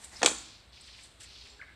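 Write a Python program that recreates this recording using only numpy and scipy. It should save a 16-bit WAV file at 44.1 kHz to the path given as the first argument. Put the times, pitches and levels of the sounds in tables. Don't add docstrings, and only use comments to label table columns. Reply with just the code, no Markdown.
import sys
import numpy as np
from scipy import signal
from scipy.fft import rfft, irfft
from scipy.io import wavfile

SR = 44100
rng = np.random.default_rng(int(sys.argv[2]) if len(sys.argv) > 2 else 0)


def int16_out(signal):
    q = np.round(np.clip(np.atleast_2d(signal).T, -1, 1) * 32767)
    wavfile.write(sys.argv[1], SR, q.astype(np.int16))


N = 77175
TIME = np.arange(N) / SR


def from_db(db):
    return 10 ** (np.asarray(db) / 20)


def unit(x):
    return x / np.sqrt(np.sum(x ** 2) + 1e-20)


def butter(x, hz, kind, order=2):
    safe_hz = np.clip(hz, 10, .45 * SR)
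    sections = signal.butter(order, safe_hz, kind, fs=SR, output="sos")
    return signal.sosfilt(sections, x)


def level(curve):
    times, db = np.transpose(curve)
    return from_db(np.interp(TIME, times, db))


def noise(colour, grain_db=0):
    hz, db = np.transpose(colour)
    unevenness = np.minimum(rng.exponential(1, N), 6)
    white = rng.standard_normal(N) * from_db(grain_db * unevenness)
    bin_hz = np.fft.rfftfreq(N, 1 / SR)
    gain = from_db(np.interp(np.log(bin_hz + 1), np.log(hz), db))
    return unit(irfft(rfft(white) * gain, N)) * np.sqrt(N)


def add(out, start_s, sound):
    i = max(int(start_s * SR), 0)
    out[i:i + len(sound)] += sound[:N - i]


# f/Hz, relative level/dB
AIR_COLOUR = [(25, -13.5), (100, -7), (170, -6.5), (400, -9.5), (1000, -12), (2000, -14), (4000, -12),
              (6000, -36.5), (8200, -20), (10000, -34), (14000, -38)]


def air():
    return from_db(-62) * noise(AIR_COLOUR)


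# f/Hz, relative level/dB
RUMBLE_COLOUR = [(20, -39), (38, -26.5), (58, 0), (75, -9.5), (110, -12.5), (170, -31), (400, -59.5)]


def rumble():
    return from_db(-61.5) * noise(RUMBLE_COLOUR)


def swells(rows):
    total = np.zeros(N)
    for peak_s, db, rise_s, fall_s in rows:
        distance = np.maximum((peak_s - TIME) / rise_s, (TIME - peak_s) / fall_s)
        total += from_db(db) * np.exp(-distance)
    return total


# t/s, level/dB
SWISH_LEVEL = [(0, -60), (.04, -58), (.11, -63.5), (.13, -50.5), (.16, -54.5), (.21, -56), (.27, -65.5),
               (.45, -77.5)]
# f/Hz, relative level/dB
SWISH_COLOUR = [(70, -9), (220, -3), (500, -10.5), (750, 0), (1300, -7.5), (2000, 0), (3000, -15),
                (7000, -8.5), (14000, -32.5)]


def swish():
    return level(SWISH_LEVEL) * noise(SWISH_COLOUR, grain_db=2.5)


# t/s at the height, level/dB, rise/s, fall/s
SCUFF_STROKES = [(.04, -51.5, 0.039, 0.066), (.20, -53.5, 0.04, 0.09), (.86, -65.5, .08, 0.07),
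                 (1.039, -58, 0.059, 0.077), (1.208, -48, 0.004, 0.011), (1.237, -51.5, .008, 0.017),
                 (1.33, -68, 0.042, 0.034), (1.46, -65.5, 0.043, 0.065)]
# f/Hz, relative level/dB
GRIT_COLOUR = [(300, -38), (1500, -11), (4000, -5), (6500, -7), (8200, 1.5), (9500, -9.5), (11000, -16.5),
               (14000, -32)]


def scuffs():
    return swells(SCUFF_STROKES) * noise(GRIT_COLOUR, grain_db=4)


# t/s at the height, level/dB, rise/s, fall/s
RUSTLE_STROKES = [(.045, -43, 0.0024, 0.0098), (.812, -52, 0.0018, 0.0058), (.868, -60, 0.0064, 0.0064),
                  (1.037, -56, 0.0074, 0.015), (1.236, -58, 0.0053, 0.0062)]
# f/Hz, relative level/dB
RUSTLE_COLOUR = [(3000, -23), (6500, -32), (7600, 2), (8500, 0.5), (10300, -19), (14000, -29)]


def rustles():
    return swells(RUSTLE_STROKES) * noise(RUSTLE_COLOUR, grain_db=2)


# t/s, level/dB
CHORUS_LEVEL = [(0, -86), (.12, -66), (.15, -57), (.3, -50.5), (.55, -56), (.64, -66), (.715, -76),
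                (.735, -58.5), (.9, -55), (1.04, -58), (1.11, -72), (1.19, -87), (1.21, -56.5),
                (1.4, -54.5), (1.5, -56), (1.56, -62), (1.75, -76.5)]
# f/Hz, relative level/dB
CHORUS_COLOUR = [(1500, -24.5), (2500, -11.5), (3300, -9.5), (4250, -2.5), (5400, -8), (6500, -17),
                 (9000, -28.5), (14000, -44.5)]


def chorus():
    return level(CHORUS_LEVEL) * noise(CHORUS_COLOUR, grain_db=3)


def note(length_s, start_hz, end_hz, rasp):
    t = TIME[:int(length_s * SR)]
    rasp = np.clip(rasp, 0, 1)
    pitch_hz = np.geomspace(start_hz, end_hz, len(t))
    tone = np.sqrt(2) * np.sin(2 * np.pi * np.cumsum(pitch_hz) / SR)
    flutter = unit(butter(rng.standard_normal(len(t)), 630, "low")) * np.sqrt(len(t))
    strength = np.sqrt(1 - rasp ** 2) + rasp * flutter
    return tone * strength * np.sin(np.pi * t / length_s)


# t/s, length/s, start f/Hz, end f/Hz, level/dB, rasp (0 to 1)
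CHIRP_NOTES = [(0.157, 0.022, 5110, 5074, -45.5, 0.64), (1.49, 0.034, 7530, 7260, -63.5, 0.6),
               (1.592, 0.012, 1817, 1460, -51, 0.04), (1.6, 0.0087, 1393, 1600, -48, 0),
               (1.6132, 0.006, 2436, 1890, -40, 0.1), (1.620, 0.0061, 1800, 1596, -41, 0.26),
               (1.624, 0.0108, 1510, 1050, -55, 0.6)]


def chirps():
    out = np.zeros(N)
    for start_s, length_s, start_hz, end_hz, db, rasp in CHIRP_NOTES:
        add(out, start_s, from_db(db) * note(length_s, start_hz, end_hz, rasp))
    return out


# t/s, level/dB, end f/Hz
CHATTER_NOTES = [(0.72, -58, 2503), (.757, -54, 2100), (.830, -61, 2940), (.867, -52, 1940),
                 (.928, -54, 2187), (.971, -52.5, 1790), (1.027, -56.5, 3290), (1.196, -55, 1300),
                 (1.227, -56, 1498), (1.300, -56, 2190), (1.343, -51.5, 2582), (1.402, -51, 3040),
                 (1.446, -53.5, 1683)]


def chatter():
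    out = np.zeros(N)
    for start_s, db, end_hz in CHATTER_NOTES:
        add(out, start_s, from_db(db) * note(.029, 5430, end_hz, rasp=1))
    return out


# f/Hz, early level/dB, late level/dB, late time to fall 60 dB/s
WOOD_BANDS = [(149.3, -8, -12, 1), (400, -19, -24, 0.48), (1200, -10.5, -12, 0.67),
              (3590, -11.5, -17.5, 0.76), (7800, -11, -10.5, 0.41), (14000, -7.5, -8, 0.46)]
EARLY_T60_S, SCATTER_DELAY_S, SCATTER_RISE_S = 0.15, 0.0027, 0.006


def wood(x, early_share=1):
    hz, *columns = np.transpose(WOOD_BANDS)
    t, response = TIME[:SR], np.zeros(SR)
    edges = np.geomspace(100, 16000, 14)
    onset = 1 - np.exp(-np.maximum(t - SCATTER_DELAY_S, 0) / SCATTER_RISE_S)
    for low, high in zip(edges, edges[1:]):
        log_centre = np.log(low * high) / 2
        early_db, late_db, late_t60 = [np.interp(log_centre, np.log(hz), c) for c in columns]
        early = unit(onset * np.exp(-np.log(1000) * t / EARLY_T60_S))
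        late = unit(onset * np.exp(-np.log(1000) * t / late_t60))
        envelope = np.hypot(early_share * from_db(early_db) * early, from_db(late_db) * late)
        response += butter(rng.standard_normal(SR), [low, high], "band") * envelope
    return signal.fftconvolve(x, response)[:N]


def birds():
    calls = chirps() + chatter()
    out = calls + from_db(3.5) * wood(calls)
    add(out, .056, from_db(2.5) * wood(calls))
    return out + chorus()


def strikes(rows, modes, rattle_s, detune=0):
    out, t = np.zeros(N), TIME[:SR // 16]
    for start_s, db, tilt, rattle_db in rows:
        push = from_db(rattle_db) * unit(rng.standard_normal(len(t)) * np.exp(-t / rattle_s))
        push[0] += 1
        tuning = 1 + detune * rng.standard_normal(len(modes))
        body = np.zeros(len(t))
        for k, (hz, mode_db, t60) in enumerate(modes):
            fade = from_db(mode_db + tilt * np.log2(hz / 1000) - 60 * t / t60)
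            body += (-1) ** k * fade * np.sin(2 * np.pi * hz * tuning[k] * t)
        blow = unit(signal.fftconvolve(push, body)[:len(t)])
        add(out, start_s, from_db(db) * np.sqrt(.003 * SR) * blow)
    return out


# t/s, level/dB before filtering, tilt/dB per octave, rattle/dB against the click
FLAP_BLOWS = [(.2150, -34.5, -5, 0), (.2182, -31, 4.5, -7.5), (.2255, -31.5, 4, 4.5), (.2297, -17.5, 2, 1),
              (.2338, -24, 1.5, -10), (.2455, -21.5, -2.5, -17), (.2480, -28.5, -7.5, -5.5),
              (.2598, -21, 3, -1.5), (.2618, -27, 3.5, -11), (.2738, -26.5, 0.5, -0.5),
              (.2935, -33.5, 1, 8), (.3105, -34, -3, 11), (.336, -50, -9, -45)]
# f/Hz, relative level/dB, time to fall 60 dB/s
CLOTH_MODES = [(105, -30.5, .06), (225, -10, .05), (310, -3.5, 0.066), (486, 2, 0.025), (802, 2, 0.017),
               (1070, 0, 0.016), (1360, 1.5, 0.009), (1805, -2, 0.015), (2495, -7.5, 0.011)]


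def cloth_flaps():
    return butter(strikes(FLAP_BLOWS, CLOTH_MODES, rattle_s=0.0041), hz=89, kind="high")


# t/s, level/dB before filtering, tilt/dB per octave, rattle/dB against the click
CLACK_BLOWS = [(.2188, -34.5, -5, -1.5), (.2290, -35, 6, -3), (.2307, -20.5, -1.5, 1),
               (.2324, -25, -9.5, -0.5), (.2358, -28, -3, 6.5), (.2461, -27, 0, -0.5),
               (.2500, -29.5, -3.5, 4), (.2600, -13, 4, -6), (.2610, -20, -9, -11.5),
               (.2618, -15.5, 3.5, -2.5), (.2638, -23, 6, -5), (.2662, -23, -11.5, 5.5),
               (.2755, -33, -4, 10), (.2855, -34.5, 11, 3), (.3845, -39, 12, 3)]
# f/Hz, relative level/dB, time to fall 60 dB/s
RIB_MODES = [(2360, -8.5, .007), (3312, -3, 0.0082), (3620, -2.5, 0.0088), (4396, -7, 0.012),
             (5480, -3.5, .004), (6430, 2, 0.0026), (7350, 1.5, 0.0046), (7850, -1.5, 0.0061),
             (8830, -5, 0.0031), (10300, -14.5, 0.0018), (12700, -23.5, 0.0015)]


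def rib_clacks():
    clacks = strikes(CLACK_BLOWS, RIB_MODES, rattle_s=.0025, detune=0.027)
    return butter(clacks, hz=1180, kind="high")


def fan():
    return butter(cloth_flaps() + rib_clacks(), hz=12500, kind="low")


def scatter(count):
    return sum(wood(fan()) for _ in range(count)) / np.sqrt(count)


# delay/s, level/dB, low-pass f/Hz
REFLECTIONS = [(0.0246, -23, 9600), (.0335, -25, 5940)]


def echoes(x):
    out = np.zeros(N)
    for delay_s, db, hz in REFLECTIONS:
        add(out, delay_s, from_db(db) * butter(x, hz, "low"))
    return out


def drone():
    out = np.zeros(N)
    add(out, 1.33, from_db(-68.5) * note(.4, 400, 423, rasp=0.83))
    return out


def surroundings():
    movement = swish() + scuffs() + rustles()
    return air() + rumble() + movement + birds() + drone()


def scene():
    snap = fan()
    mid = snap + echoes(snap) + scatter(count=3) + surroundings()
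    wide = wood(fan(), early_share=0) + surroundings()
    side = from_db(-7.5) * butter(wide, 6340, "high", order=8)
    return np.array([mid + side, mid - side])


def record(dry):
    ceiling = .85
    rounded = dry / (1 + (dry / ceiling) ** 4) ** .25
    treble_cut = signal.cheby2(12, 60, 15400, fs=SR, output="sos")
    return signal.sosfilt(treble_cut, rounded)


dry = scene()
out = record(dry)
int16_out(out)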